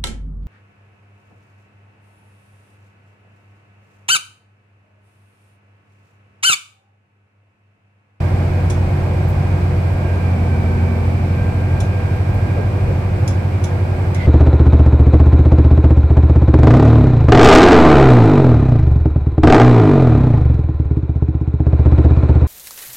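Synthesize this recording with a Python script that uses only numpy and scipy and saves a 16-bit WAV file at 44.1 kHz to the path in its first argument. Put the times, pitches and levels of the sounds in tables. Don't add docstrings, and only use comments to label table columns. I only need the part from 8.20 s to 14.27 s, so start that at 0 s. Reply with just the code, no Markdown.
import sys
import numpy as np
from scipy import signal
from scipy.fft import rfft, irfft, next_fast_len
from scipy.io import wavfile
from scipy.ndimage import map_coordinates

SR = 44100
rng = np.random.default_rng(int(sys.argv[2]) if len(sys.argv) > 2 else 0)


def waveform_to_disk(signal):
    frames = np.transpose(np.atleast_2d(signal))
    scaled = np.clip(frames, -1, 1) * 32767
    samples = np.round(scaled).astype(np.int16)
    wavfile.write(sys.argv[1], SR, samples)


N = 267687

# (t/s, level/dB)
FIRING_LEVEL = [(1.5, -17), (2.5, -16), (3.3, -18), (4.6, -20), (6.07, -17.5)]
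# (multiple of the four-stroke cycle rate, cruise level/dB, sag level/dB)
ENGINE_ORDERS = [(3, -46, -44), (7, -31, -44), (8, -35.5, -29), (9, -27, -27.5), (10, -35, -54),
                 (11, -39, -47), (11.9, -33, -29), (13, -43, -39), (14, -40, -33.5), (15, -45, -57),
                 (16, -43, -28.5), (20, -39, -41.5), (21, -53.5, -43), (22, -47.5, -57), (24, -36, -62),
                 (25, -43, -44), (26, -46, -38), (27, -48.5, -39.5), (33, -48.5, -42.5), (40, -42.5, -58),
                 (44, -51, -54)]
# (multiple of the cycle rate, cruise level/dB, load boost/dB, sag boost/dB, L-R/dB)
GEAR_TONES = [(107.27, -48.5, 5.5, 4, -5), (161, -58, 9, 5, -5), (158.2, -60, 4, 8, -3),
              (182.4, -65, 12.5, -7, 2)]
# (t/s, f/Hz)
FAN_PITCH = [(1.8, 98.25), (2.8, 99.7), (4.1, 102.75), (4.9, 102.7), (5.5, 101.05)]
# (t/s, level/dB, rebound delay/s, rebound gain/dB)
FITTING_HITS = [(0.5, -23.5, 0.0041, -1), (3.6026, -24, .004, -3), (5.0768, -22, 0.0039, -4),
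                (5.439, -25, .004, -1.5), (5.946, -27.5, 0.0048, -14)]
# (f/Hz, level/dB, t60/s)
FITTING_MODES = [(2280, -4, 0.037), (3463, 4.5, 0.043), (3960, 2.5, 0.034), (5450, 4, 0.042),
                 (6160, 2.5, .04), (6330, -6, 0.026), (6800, 2, 0.034), (7230, 6, 0.033), (7800, -6, .025),
                 (8100, -19, .03), (8800, -10, .025), (9040, -3, 0.029), (10500, -3, .025),
                 (10550, -3, .03), (10500, 3, 0.034), (12400, -15, .04), (14050, -14, .05)]
# (t/s, level/dB)
TICK_HITS = [(1.0844, -42.5), (1.098, -47), (4.0961, -50), (4.1425, -48)]
# (t/s, level/dB)
AXLE_HITS = [(4.39, -22.5), (4.70, -25.5)]
# (f/Hz, level/dB, L-R/dB)
HUM_TONES = [(32, -42, 0), (80, -34, 0), (488, -45, 4), (1168, -52, 0), (1458, -56, -8), (2504, -56, 9)]
# (f/Hz, level/dB)
CRACK_EQ = [(600, -40), (2300, 0), (4600, -5), (5400, 1), (6100, 3), (7200, 0), (8600, -4), (10800, -1),
            (11300, -17), (15500, -19)]
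TICK_EQ = [(1000, -120), (6000, -15), (10500, -12), (12500, 0), (15500, -5)]
THUD_EQ = [(100, -22), (250, -10), (380, 2), (510, 5.5), (620, -8), (900, -17), (2000, -48), (5000, -120)]
SQUEAK_EQ = [(500, -120), (1300, -45), (1900, -12), (2060, 7.5), (2200, -11), (3000, -19), (4200, -24),
             (7000, -42), (12000, -120)]
# (f/Hz, level/dB)
RUMBLE_EQ = [(12, -25), (25, -16), (42, -1), (62, 3.5), (95, -2), (145, 1), (175, -11), (230, -13.5),
             (320, -30), (600, -68)]
ROAR_EQ = [(100, -27), (200, -2.5), (280, 1), (365, 0), (440, -4), (500, 2.5), (570, -2.5), (700, 0),
           (900, -4), (1100, -8.5), (1400, -16.5), (2000, -24.5), (4000, -50)]
LEFT_VENT_EQ = [(600, -22), (1200, -8), (1550, 3), (1900, -13), (2250, 2.5), (2550, -7), (2800, -5.5),
                (3400, -11.5), (5500, -16.5), (6800, -21), (8800, -20.5), (10800, -28), (11400, -27.5),
                (15600, -34)]
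RIGHT_VENT_EQ = [(600, -13), (1300, 2), (1950, 2), (2380, 4.5), (2700, -7), (3500, -12), (4700, -11.5),
                 (6800, -22), (7700, -16), (10900, -27), (11800, -20.5), (13000, -25.5), (15600, -35)]
# (f/Hz, left-right likeness 0-1)
LIKENESS = [(100, 0.98), (170, 0.99), (280, .83), (450, 0.61), (740, 0.49), (1150, 0)]
# (f/Hz, t60/s)
CABIN_DECAY = [(500, 0.27), (3000, 0.31), (8000, 0.18), (15000, 0.14)]

CYLINDERS, CRUISE_FIRING_HZ, SAG_DEPTH_HZ = 6, 90, 3.15
CRUISE_CYCLE_HZ = CRUISE_FIRING_HZ / CYLINDERS
TIME = np.arange(N) / SR


def diesel(slide=0.78):
    sag = speed_sag()
    cycle_hz = (CRUISE_FIRING_HZ - SAG_DEPTH_HZ * sag) / CYLINDERS
    cycles = np.cumsum(cycle_hz) / SR
    drone = amp(automation(FIRING_LEVEL) + .2 * wobble(12)) * tone(CYLINDERS * cycles) * np.ones((2, 1))
    for order, cruise_db, sag_db in ENGINE_ORDERS:
        overtone = cabin_tone(round(order) * cycles, order * CRUISE_CYCLE_HZ, flutter=0.21, rate=6)
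        drone += amp(cruise_db + sag ** slide * (sag_db - cruise_db)) * overtone
    return drone + gear_whine(cycles, cycle_hz, sag)


def speed_sag(start_s=1.47, fall_s=1.02, spread=.44):
    age = np.maximum(TIME - start_s, 1 / SR)
    return np.exp(-(np.log(age / fall_s) / spread) ** 2 / 2)


def gear_whine(cycles, cycle_hz, sag, null_hz=1568, null_width_hz=6.5, null_db=-16):
    load = drivetrain_load()
    out = np.zeros((2, N))
    for order, cruise_db, load_db, sag_db, balance_db in GEAR_TONES:
        in_null = np.exp(-((order * cycle_hz - null_hz) / null_width_hz) ** 2 / 2)
        db = cruise_db + load_db * load + sag_db * sag + null_db * in_null
        whine = cabin_tone(order * cycles, order * CRUISE_CYCLE_HZ, flutter=0.33, rate=16)
        out += pan(balance_db) * amp(db) * whine
    return out


def drivetrain_load(start_s=1.7, attack_s=.14, hold_s=1.73, release_s=2.1):
    return np.interp(TIME, np.cumsum([start_s, attack_s, hold_s, release_s]), [0, 1, 1, 0])


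def cooling_fan(slow_db=-33, db_per_hz=3.5, ceiling_db=-21):
    blade_hz = automation(FAN_PITCH)
    db = np.minimum(slow_db + db_per_hz * (blade_hz - blade_hz[0]), ceiling_db)
    return amp(db) * tone(np.cumsum(blade_hz) / SR)


def fitting_clicks(crack_t60=0.019, attack_s=0.00065, ring_db=-21, crack_db=-1.5):
    out, t = np.zeros((2, N)), np.arange(SR // 3) / SR
    grit = coloured_noise(CRACK_EQ)
    attack = 1 - np.exp(-t / attack_s)
    for s, db, rebound_s, rebound_db in FITTING_HITS:
        for delay, blow_db in [(0, 0), (rebound_s, rebound_db)]:
            ring = np.zeros((2, len(t)))
            for hz, mode_db, t60 in FITTING_MODES:
                decay = amp(mode_db + rng.normal(0, 1.9) - 60 * t / t60)
                ring += decay * tone(hz * t + rng.random((2, 1)))
            offset = rng.integers(N - len(t))
            crack = amp(-60 * t / crack_t60) * grit[:, offset:offset + len(t)]
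            contact = (amp(ring_db) * ring + amp(crack_db) * crack) * attack
            add(out, s + delay, amp(db + blow_db) * cabin_reverb(contact, wet_db=-1.5))
    return pan(-1.2) * out


def wheel_thuds(width_s=0.019):
    envelope = sum(amp(db) * np.exp(-((TIME - s) / width_s) ** 2 / 2) for s, db in AXLE_HITS)
    return envelope * coloured_noise(THUD_EQ)


def trim_squeak(start_s=5.94, attack_s=0.016, start_db=-40, swell_db_per_s=125, ceiling_db=-31):
    age = np.maximum(TIME - start_s, 0)
    bite = np.minimum(age / attack_s, 1)
    db = np.minimum(start_db + swell_db_per_s * age, ceiling_db)
    return pan(-4.0) * bite * amp(db) * coloured_noise(SQUEAK_EQ)


def small_ticks(t60=.09, attack_s=.001, faint_per_s=1.5, faint_db=-55):
    envelope, t = np.zeros(N), np.arange(SR // 4) / SR
    hiss = coloured_noise(TICK_EQ)
    faint = [(s, faint_db) for s in rng.uniform(0, N / SR, round(faint_per_s * N / SR))]
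    for s, db in list(TICK_HITS) + faint:
        add(envelope, s, amp(db - 60 * t / t60) * (1 - np.exp(-t / attack_s)))
    return envelope * hiss


def blower_hum():
    return sum(pan(balance_db) * amp(db) * cabin_tone(hz * TIME, hz, flutter=0.56, rate=8)
               for hz, db, balance_db in HUM_TONES)


def road_bed():
    rumble = slow_fade(start_db=-22, db_per_s=.57) * amp(.8 * wobble(7)) * coloured_noise(RUMBLE_EQ)
    roar = slow_fade(start_db=-28, db_per_s=.33) * amp(.56 * wobble(11)) * coloured_noise(ROAR_EQ)
    return rumble + pan(0.77) * roar


def vent_air():
    white = rng.standard_normal((2, N))
    air = filtered(white, lambda hz: amp([along(LEFT_VENT_EQ, hz), along(RIGHT_VENT_EQ, hz)]))
    return slow_fade(start_db=-37, db_per_s=.29) * amp(.25 * wobble(9)) * unit(air)


def cabin_tone(turns, hz, flutter, rate):
    drift = lambda: flutter * (wobble(rate) + 1j * wobble(rate))
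    mid_gain, side_gain = mid_side(hz)
    mid, side = mid_gain * (1 + drift()), side_gain * (1j + drift())
    carrier = np.exp(2j * np.pi * (turns + rng.random()))
    return unit((np.array([mid + side, mid - side]) * carrier).real)


def cabin_reverb(sound, wet_db):
    hz, t, spectrum = signal.stft(rng.standard_normal((2, SR // 3)), SR, nperseg=256)
    decay = amp(-60 * t / along(CABIN_DECAY, hz)[:, None])
    tail = signal.istft(spectrum * decay, SR, nperseg=256)[1]
    wet = signal.fftconvolve(sound, tail / np.linalg.norm(tail[0]), axes=1)
    return sound + amp(wet_db) * wet[:, :sound.shape[1]]


def coloured_noise(eq):
    mid, side = filtered(rng.standard_normal((2, N)), lambda hz: amp(along(eq, hz)) * mid_side(hz))
    return unit(np.array([mid + side, mid - side]))


def mid_side(hz):
    angle = np.arccos(np.clip(along(LIKENESS, hz), -1, 1)) / 2
    return np.cos(angle), np.sin(angle)


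def amp(db):
    return 10 ** (np.asarray(db) / 20)


def unit(x):
    return x / np.sqrt(np.mean(x ** 2) + 1e-20)


def pan(balance_db):
    return amp([[balance_db / 2], [-balance_db / 2]])


def tone(turns):
    return np.sqrt(2) * np.sin(2 * np.pi * turns)


def along(points, hz):
    f, values = np.transpose(points)
    return np.interp(np.log(hz + 1), np.log(f + 1), values)


def automation(points):
    return np.interp(TIME, *np.transpose(points))


def slow_fade(start_db, db_per_s):
    return amp(start_db - db_per_s * TIME)


def wobble(rate):
    return map_coordinates(rng.standard_normal(int(N * rate / SR) + 4), [TIME * rate])


def filtered(x, response):
    size = next_fast_len(N + SR // 2)
    return irfft(rfft(x, size) * response(np.fft.rfftfreq(size, 1 / SR)), size)[..., :N]


def add(track, s, sound):
    part = track[..., round(s * SR):][..., :sound.shape[-1]]
    part += sound[..., :part.shape[-1]]


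def scene():
    machinery = pan(-0.73) * (diesel() + cooling_fan() + blower_hum())
    bed = road_bed() + vent_air()
    return machinery + bed + wheel_thuds() + fitting_clicks() + small_ticks() + trim_squeak()


def record(dry, top_hz=15820):
    edges = signal.windows.tukey(N, .002)
    return filtered(dry * edges, lambda hz: hz < top_hz)


dry = scene()
out = record(dry)
waveform_to_disk(out)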